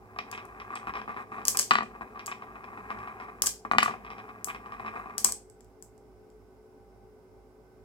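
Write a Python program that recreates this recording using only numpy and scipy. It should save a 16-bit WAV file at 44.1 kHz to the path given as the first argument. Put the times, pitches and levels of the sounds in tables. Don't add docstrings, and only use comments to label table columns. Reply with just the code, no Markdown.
import sys
import numpy as np
from scipy import signal
from scipy.fft import rfft, irfft
from scipy.io import wavfile
from scipy.ndimage import uniform_filter1d

SR = 44100
rng = np.random.default_rng(int(sys.argv[2]) if len(sys.argv) > 2 else 0)


def wav_out(sig):
    wavfile.write(sys.argv[1], SR, np.round(np.clip(np.atleast_2d(sig).T, -1, 1) * 32767).astype(np.int16))


N = 345744
T = np.arange(N) / SR
HARD_HZ = 2060

# (frequency [Hz], nominal width [Hz], level [dB], left minus right [dB])
TRACK_RESONANCES = [(107, 8.8, -20.5, -16.5), (214.5, 26, -16, -12), (262, 220, -23, 0),
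                    (400, 270, -22, 0.5), (739, 95, -6.5, 10.5), (820, 62, -8.5, 9.5), (1028, 110, 1, 6.5),
                    (1174.6, 80, 5.5, 1), (1330, 230, -6, 9), (1634.3, 32, -1, 2), (1950, 400, -7.5, -5.5),
                    (2240, 720, -7.5, 0), (2485, 180, -0.5, -0.5), (3000, 480, -13.5, 5.5),
                    (3250, 170, -9, 2.5), (3516, 390, -15, 1), (3926, 260, -8, -3.5),
                    (4510, 110, -10, -5.5), (4875, 190, -10, -1), (5350, 750, -3, 4),
                    (7540, 1800, -20, -10)]
# (time [s], relative level [dB], length [s], contact corner [Hz])
BEND_RUBS = [(0.1613, -44, 0.0033, 1390), (0.1872, -33.5, .002, 3250), (0.327, -39, 0.023, 2750),
             (0.3765, -41.5, .012, 2960), (0.6, -42, 0.013, 2280), (0.704, -40, .035, 1200),
             (0.756, -38, .015, 2730), (0.8705, -33.5, 0.025, 1490), (0.9375, -39.5, .012, 2030),
             (0.9535, -35, .04, 1850), (1.0155, -39, .006, 1800), (1.077, -38, .012, 1010),
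             (1.0915, -38, 0.029, 1180), (1.143, -45, .012, 1500), (1.1635, -36.5, 0.06, 1260),
             (1.318, -38, 0.054, 1200), (1.382, -39, 0.025, 1240), (1.4165, -44.5, .01, 1900),
             (1.5465, -36.5, 0.018, 1307), (1.95, -46.5, .01, 1000), (2.009, -37, 0.017, 950),
             (2.157, -46.5, .006, 1274), (2.174, -46.5, .004, 1590), (2.1935, -41.5, 0.008, 2900),
             (2.278, -38, .006, 2000), (2.298, -43, .008, 2026), (2.3145, -38, .01, 3040),
             (2.421, -43, 0.012, 1507), (2.5555, -43.5, 0.01, 1204), (2.6415, -43.5, 0.008, 1864),
             (2.73, -45.5, .015, 900), (2.774, -42, 0.016, 1100), (2.9035, -33.5, .015, 1500),
             (2.988, -44, .008, 1610), (3.03, -44.5, .006, 1393), (3.0735, -41.5, 0.014, 1512),
             (3.2, -40.5, 0.041, 1490), (3.285, -43.5, .008, 990), (3.4365, -37, 0.01, 1080),
             (3.6495, -34, .002, 900), (3.8785, -33, .01, 1730), (3.91, -39.5, .008, 1710),
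             (3.9376, -38, 0.012, 1000), (4.048, -45, 0.018, 2250), (4.103, -40.5, 0.025, 2160),
             (4.182, -44, 0.017, 2180), (4.29, -47, 0.01, 1694), (4.4725, -39.5, 0.0078, 1127),
             (4.4845, -35.5, 0.023, 2540), (4.547, -40, .012, 2200), (4.659, -42.5, .012, 1406),
             (4.721, -39, .018, 1600), (4.7965, -39, 0.025, 1200), (4.847, -40, 0.007, 1100),
             (4.8615, -37, 0.025, 1800), (4.938, -41, .01, 877), (4.9555, -37.5, 0.055, 1025),
             (5.058, -42.5, .01, 800), (5.097, -44.5, 0.008, 1310), (5.2455, -35, 0.015, 1297),
             (5.288, -42, .008, 1700)]


def rolling(track, weight, grit, soft_db=-2.5, hiss_db=-35):
    grain = grain_taps(per_s=700, spread_db=2.6)
    knocks = grain * np.abs(grain)
    soft = convolve(grain * weight * undb(soft_db), band_response(track, 148, 1900))
    hard = convolve(knocks / np.std(knocks) * grit, band_response(track, 1940, 3580))
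    friction = rng.standard_normal((2, N)) * weight * undb(hiss_db)
    return soft + hard + convolve(friction, band_response(glass_click(), 3000, 12000))


def grain_taps(per_s, spread_db):
    moment, strength, sign = rng.random((int(per_s * N / SR), 3)).T
    sizes = undb(spread_db * np.minimum(-np.log(strength), 3)) * np.sign(sign - .5)
    pushes = np.bincount((moment * N).astype(int), sizes, N)
    return pushes / np.std(pushes)


def pressure(attack_s=0.0024, release_s=0.012, floor_grit_db=-32.5, wall_grit_db=-11, octave_db=13):
    # (time [s], relative level [dB])
    runs = [(0, -62), (0.17, -51.5), (0.3, -46.5), (0.58, -46), (0.83, -43.5), (1.2, -52.5), (1.28, -56.5),
            (1.35, -44.5), (1.45, -43.5), (1.68, -57.5), (1.92, -50.5), (2.52, -48), (2.89, -42.5),
            (2.97, -39), (3.4, -50.5), (3.6, -73), (4.0, -50.5), (4.28, -44.5), (4.42, -51), (4.98, -41.5),
            (5.3, -53.5), (5.43, -84.5)]
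    floor = undb(np.interp(T, *np.transpose(runs), right=-np.inf))
    power = np.array([floor, floor * undb(floor_grit_db)]) ** 2
    age = T[:SR // 4]
    for s, db, length_s, corner_hz in BEND_RUBS:
        release = np.exp(-np.maximum(age - length_s, 0) / release_s)
        swell = undb(db) * np.minimum(age / attack_s, 1) * release
        grit = swell * undb(wall_grit_db + octave_db * np.log2(corner_hz / HARD_HZ))
        add(power, s, np.array([swell, grit]) ** 2)
    return np.sqrt(power)


def bumps(above_rub_db=29, glance_db=1, hop_s=.0085, hop_db=-3, hops=5):
    out = np.zeros((2, N))
    for (s, db, length_s, corner_hz), chance in zip(BEND_RUBS, rng.uniform(.6, 1.4, (len(BEND_RUBS), hops))):
        loss_db = glance_db * np.log2(1 + length_s / hop_s)
        blow = knock(TRACK_RESONANCES, db + above_rub_db - loss_db, corner_hz, chance[0])
        add(out, s, blow)
        for delay in np.cumsum(hop_s * chance):
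            add(out, s + delay, blow * undb(hop_db) * np.exp(-delay / length_s))
    return out


def clacks(right_lag_s=0.00027, echo_s=0.0018, echo_db=-11, scatter_db=-1, scatter_s=0.00027):
    # (time [s], relative level [dB], ring boost [dB], ring [Hz],
    # treble tilt [dB/octave], left minus right [dB])
    collisions = [(0.315, -19.5, 3, 7540, -5, 24), (0.454, -34.5, 3, 8400, 1, 14),
                  (0.7544, -20, 16, 8230, -10, 9), (1.453, -5.5, -5, 8050, -3, 2),
                  (1.4726, -9.5, -0.5, 7800, -1.5, 5), (1.4821, 8.5, 1, 7730, 0.5, 7),
                  (1.572, 2, 6.5, 8030, -2, -2), (1.5901, 2, 2, 7840, -4.5, 6),
                  (1.5952, 4.5, 4.5, 7800, -3, 15.5), (1.6088, -9.5, 6, 7600, -1.5, 1.5),
                  (1.6128, -7, 8.5, 7700, -2.5, 2), (1.6184, -11.5, 3, 8000, -3, 2),
                  (1.6287, -12.5, 5.5, 7900, -6.5, 1), (1.7355, -19, 10.5, 7700, -5, 5.5),
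                  (1.8315, -27.5, 9.5, 7900, -10, 9), (2.2612, -15, 10, 7500, -5.5, 19),
                  (2.267, -14, 11, 7500, 1, 8), (3.4211, 5.5, -7, 7600, 1, 2.5),
                  (3.4605, -1, 6.5, 7600, 1.5, 14.5), (3.4645, -3.5, 7.5, 7860, 1.5, -18),
                  (3.4674, -10, 4.5, 7800, -2.5, -6), (3.4687, -2, 2.5, 8300, -3.5, 10),
                  (3.4712, 1, 6.5, 7600, -5, 13), (3.4762, -7.5, 3, 7700, -0.5, -15),
                  (3.4911, -15, 4, 8000, -5, 11), (3.721, -24.5, 3, 7800, -5.5, 3.5),
                  (3.784, -16, -13, 7800, 0.5, 13.5), (3.8318, -7.5, 0, 7860, -3.5, 6),
                  (3.8488, -21, 5, 7800, -3, 2), (4.445, -4, 8, 7800, 6.5, 10),
                  (5.181, 0, 1, 7950, -1.5, 15), (5.2434, 4, 9.5, 7750, 1.5, 16.5),
                  (5.2463, 10.5, 12, 7900, -1.5, 2.5), (5.3222, -4.5, 16, 8070, -3, 2),
                  (5.4994, -30, 18, 7970, -3, -1), (5.6072, -33.5, 13, 7560, -7, 24),
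                  (5.646, -41, 10, 7900, -2, 0), (5.825, -20.5, 12, 7620, 3.5, 21),
                  (5.979, -41.5, 9, 7900, -3, -1), (6.3019, -44, 10, 7500, -6, 12)]
    close, bare = np.zeros((2, N)), np.zeros((2, N))
    for s, db, ring_db, ring_hz, tilt_db, pan_db in collisions:
        click = undb(db) * glass_click(ring_db, ring_hz, tilt_db)
        paths = undb(scatter_db) * unit(rng.standard_normal((2, 256)) * np.exp(-T[:256] / scatter_s))
        paths[:, 0] += 1
        left, right = undb(db) * unit(convolve(click, paths)) * sides(pan_db)
        for delay, gain in ((0, 1), (echo_s, undb(echo_db))):
            add(close[:1], s + delay, gain * left[None])
            add(close[1:], s + delay + right_lag_s, gain * right[None])
        add(bare, s, click)
    return close, bare


def glass_click(ring_db=0, ring_hz=7870, tilt_db=0, ring_width_hz=800, tilt_from_hz=4000):
    # (frequency [Hz], level [dB])
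    spectrum = [(200, -14.5), (1000, -13), (1800, -9.5), (2400, -15), (3600, -10.5), (5300, -1.5),
                (6400, 2), (8000, 2), (9300, 1.5), (10500, 2), (13500, -1.5), (16000, -8.5)]
    hz = freqs(1024)
    colour = along(spectrum, hz) + tilt_db * np.log2(np.maximum(hz / tilt_from_hz, 1))
    return causal(undb(colour) * (1 + undb(ring_db) * peak(hz, ring_hz, ring_width_hz)))[None]


def drops(restitution=.69, softening=0.72, gain_db=0.5, bounces=6):
    # (time [s], relative level [dB], first flight [s], contact corner [Hz], step [dB/bounce])
    falls = [(1.7088, 12.3, .0452, 3100, -4.6), (1.7152, 10, .02, 2200, -10),
             (3.7128, 6.8, .021, 1400, -4.3), (3.7835, 13, .0445, 2800, -5)]
    # (frequency [Hz], nominal width [Hz], level [dB], left minus right [dB])
    ramp_resonances = [(130.4, 60, -26.5, -2), (222, 43, -10.5, 1.5), (258, 50, -23, -5),
                       (400, 150, -18, 0), (700, 60, -9.5, 10), (781, 100, -6.5, 5), (975, 130, -4, 9.5),
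                       (1173, 120, 8, 3), (1320, 110, -3, 7), (1442, 70, -0.5, 6), (1650, 65, -2, -13.5),
                       (1730, 120, -2.5, 22.5), (1930, 160, 0, 11.5), (2119, 470, -7, 2.5),
                       (2420, 100, 4.5, -7), (2650, 130, -6.5, 0.5), (3014, 447, -5, 3.5),
                       (3600, 87, -4, -2), (4000, 220, -1, 1.5), (4550, 240, 0, -15), (4960, 780, -8, 7.5),
                       (5800, 500, -8.5, 1), (7720, 1500, -3, -8)]
    out = np.zeros((2, N))
    landing_spots = rng.uniform(.6, 1.4, (len(falls), bounces))
    for (s, db, flight_s, first_corner_hz, bounce_db), spots in zip(falls, landing_spots):
        for k, spot in enumerate(spots):
            corner_hz = first_corner_hz * softening ** k
            blow = knock(ramp_resonances, db + gain_db + k * bounce_db, corner_hz, spot)
            add(out, s, convolve(blow, rattle(corner_hz)))
            s += flight_s * restitution ** k
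    return out


def rattle(corner_hz, db=-9, fade_s=0.023, taps_per_s=900, low_hz=1400, size=4096):
    shaken = rng.standard_normal(size) * (rng.random(size) < taps_per_s / SR)
    light = butterworth(shaken, 2, low_hz, "high")
    age = T[:size] / fade_s
    train = undb(db) * corner_hz / HARD_HZ * unit(light * age ** .5 * np.exp(-age))
    train[0] += 1
    return train


def knock(resonances, db, corner_hz, spot, edge_db=-12, edge_s=.0012, snap_db=-41):
    age = 3 * np.pi * corner_hz * T[:256]
    push = age ** 3 * np.exp(-age)
    blow = convolve(push, board(resonances, spot_db=2))
    blow = unit(blow + undb(edge_db) * np.roll(blow, int(edge_s * spot * SR), axis=1))
    add(blow, 0, undb(snap_db) * (corner_hz / HARD_HZ) ** 2 * glass_click())
    return undb(db) * blow


def board(resonances, spot_db=0, right_lag_s=0.00026, travel_at_1khz_s=.0011, size=4096):
    hz = freqs(size)
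    offsets_db = spot_db * rng.standard_normal(len(resonances))
    power = sum((sides(pan_db) * undb(db + offset)) ** 2 * peak(hz, centre, width) ** 1.6
                for (centre, width, db, pan_db), offset in zip(resonances, offsets_db))
    bending = np.exp(-4j * np.pi * travel_at_1khz_s * np.sqrt(1000 * hz))
    left, right = irfft(rfft(causal(np.sqrt(power))) * bending)
    return np.array([left, np.interp(T[:size] - right_lag_s, T[:size], right, left=0)])


def rumble(weight, level_db=-53, follow=0.35, pan_db=-1):
    # (frequency [Hz], level [dB])
    colour = [(25, -30.5), (55, 2.0), (80, -11.5), (108, 2), (150, -15), (215, 3.5), (320, -10.5),
              (420, 2.5), (560, -15.5), (780, 2), (1100, -21.5), (3000, -37.5)]
    shake = unit(noise(undb(along(colour, freqs(N))), N)) * np.sqrt(N)
    return shake * sides(pan_db) * undb(level_db) * (weight / np.mean(weight)) ** follow


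def room(early_t60_s=0.21, build_s=0.00057, patchy_db=-1.0, size=24000):
    # (frequency [Hz], level [dB])
    colour = [(100, -10), (220, 4.5), (330, 2), (500, 11), (800, -3.5), (1200, -5.5), (2500, 2), (5000, 2),
              (6400, 3), (8000, 1.5), (15000, 0.5)]
    # (frequency [Hz], time to fall 60 dB [s])
    decay = [(150, 1), (1000, 0.2), (3000, 0.32), (5500, 0.24), (8000, 0.25), (15000, 0.19)]
    hz, age = freqs(size), T[:size]
    spectrum = rfft(noise(undb(along(colour, hz)), size))
    octaves_hz = 125 * 2. ** np.arange(8)
    early = 1000 ** (-age / early_t60_s)
    echoes = 0
    for centre, share in zip(octaves_hz, np.eye(8)):
        band = irfft(spectrum * along(np.column_stack([octaves_hz, share]), hz), size)
        echoes += band * (early + 1000 ** (-age / along(decay, centre)))
    clumps = uniform_filter1d(rng.standard_normal(size), 49) * 7
    onset = 1 - np.exp(-(age / build_s) ** 2)
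    return unit(echoes * undb(patchy_db * clumps) * onset)


def fan_air(air_db=-60.5, air_pan_db=-3):
    # (frequency [Hz], relative density [dB])
    rush = [(40, -6), (80, -8.5), (200, -1.5), (290, 1.5), (330, -8), (480, -3), (600, -6.5), (900, -9.5),
            (1300, -16), (1800, -26), (2100, -22.5), (3200, -32), (4500, -32), (11000, -33.5),
            (16000, -35.5)]
    # (frequency [Hz], width [Hz], relative level [dB], left minus right [dB])
    resonances = [(53.5, 8, -65, -5), (104, 19, -66.5, -16), (381, 12, -68.5, 1), (430, 14, -65, 3.5),
                  (795, 7.9, -71.5, 8.5), (1509, 70, -78, -6), (2085, 87, -86.5, -3), (5400, 320, -87, 5)]
    hz = freqs(N)
    power = (undb(air_db) * sides(air_pan_db) * unit(undb(along(rush, hz)))) ** 2
    for centre, width, db, pan_db in resonances:
        power += (undb(db) * sides(pan_db) * unit(peak(hz, centre, width))) ** 2
    return noise(np.sqrt(power * N / 4), N)


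def fan_whine(waver_hz=2.8, waver_s=0.07):
    # (frequency [Hz], rms level [dB], left minus right [dB])
    tones = [(53.6, -66.5, -4.5), (107.4, -70.5, -12), (371.7, -63.5, 2.5), (427.7, -64, 4),
             (4860, -93, 4.5)]
    out = 0
    steps = np.arange(0, T[-1] + waver_s, waver_s)
    for hz, db, pan_db in tones:
        drift = waver_hz * np.interp(T, steps, rng.standard_normal(N // 100)[:len(steps)])
        out += np.sqrt(2) * undb(db) * sides(pan_db) * np.sin(2 * np.pi * np.cumsum(hz + drift) / SR)
    return out


def noise(gain, size, apart_hz=1100):
    mid, side = rfft(rng.standard_normal((2, size)))
    alike = .94 / (1 + (freqs(size) / apart_hz) ** 4)
    return irfft(gain * (mid * np.sqrt(1 + alike) + np.array([[1], [-1]]) * side * np.sqrt(1 - alike)), size)


def band_response(response, low_hz, high_hz):
    rung = butterworth(response, 4, [low_hz, high_hz], "band")
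    return unit(rung * np.cos(np.linspace(0, np.pi / 2, rung.shape[1])) ** 2)


def causal(gain):
    cepstrum = irfft(np.log(gain))
    half = cepstrum.shape[-1] // 2
    cepstrum[..., 1:half] *= 2
    cepstrum[..., half + 1:] = 0
    return unit(irfft(np.exp(rfft(cepstrum))))


def peak(hz, centre_hz, width_hz):
    return 1 / (1 + (2 * (hz - centre_hz) / width_hz) ** 2)


def butterworth(x, order, hz, kind):
    return signal.sosfilt(signal.butter(order, hz, kind, fs=SR, output="sos"), x)


def undb(db):
    return 10 ** (np.asarray(db) / 20)


def sides(pan_db):
    gains = undb(np.array([[pan_db], [-pan_db]]) / 2)
    return gains / np.sqrt(np.mean(gains ** 2))


def unit(x):
    return x / np.sqrt(np.mean(np.sum(x ** 2, axis=-1)))


def along(points, hz):
    f, value = np.transpose(points)
    return np.interp(np.log(hz + 1), np.log(f), value)


def freqs(size):
    return np.arange(size // 2 + 1) * SR / size


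def convolve(x, response):
    return signal.oaconvolve(np.atleast_2d(x), np.atleast_2d(response), axes=-1)[:, :N]


def add(out, s, sound):
    start = int(s * SR)
    out[:, start:start + sound.shape[1]] += sound[:, :N - start]


def scene(clack_wood_db=-5, clack_room_db=-5, drop_room_db=-10, bump_room_db=-5, roll_room_db=-10):
    track = board(TRACK_RESONANCES)
    glass, bare_clicks = clacks()
    ringing = undb(clack_wood_db) * convolve(bare_clicks, track)
    weight, grit = pressure()
    bounces, blows, roll = drops(), bumps(), rolling(track, weight, grit)
    close = glass + ringing + bounces + blows + roll
    into_room = (undb(clack_room_db) * (bare_clicks + ringing) + undb(drop_room_db) * bounces
                 + undb(bump_room_db) * blows + undb(roll_room_db) * roll)
    return close + convolve(into_room, room()) + rumble(weight) + fan_air() + fan_whine()


def record(dry, bass_hz=44, top_hz=16100):
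    heard = np.clip(butterworth(dry, 4, bass_hz, "high"), -1, 1)
    return signal.sosfilt(signal.ellip(10, .2, 80, top_hz, fs=SR, output="sos"), heard)


dry = scene()
out = record(dry)
wav_out(out)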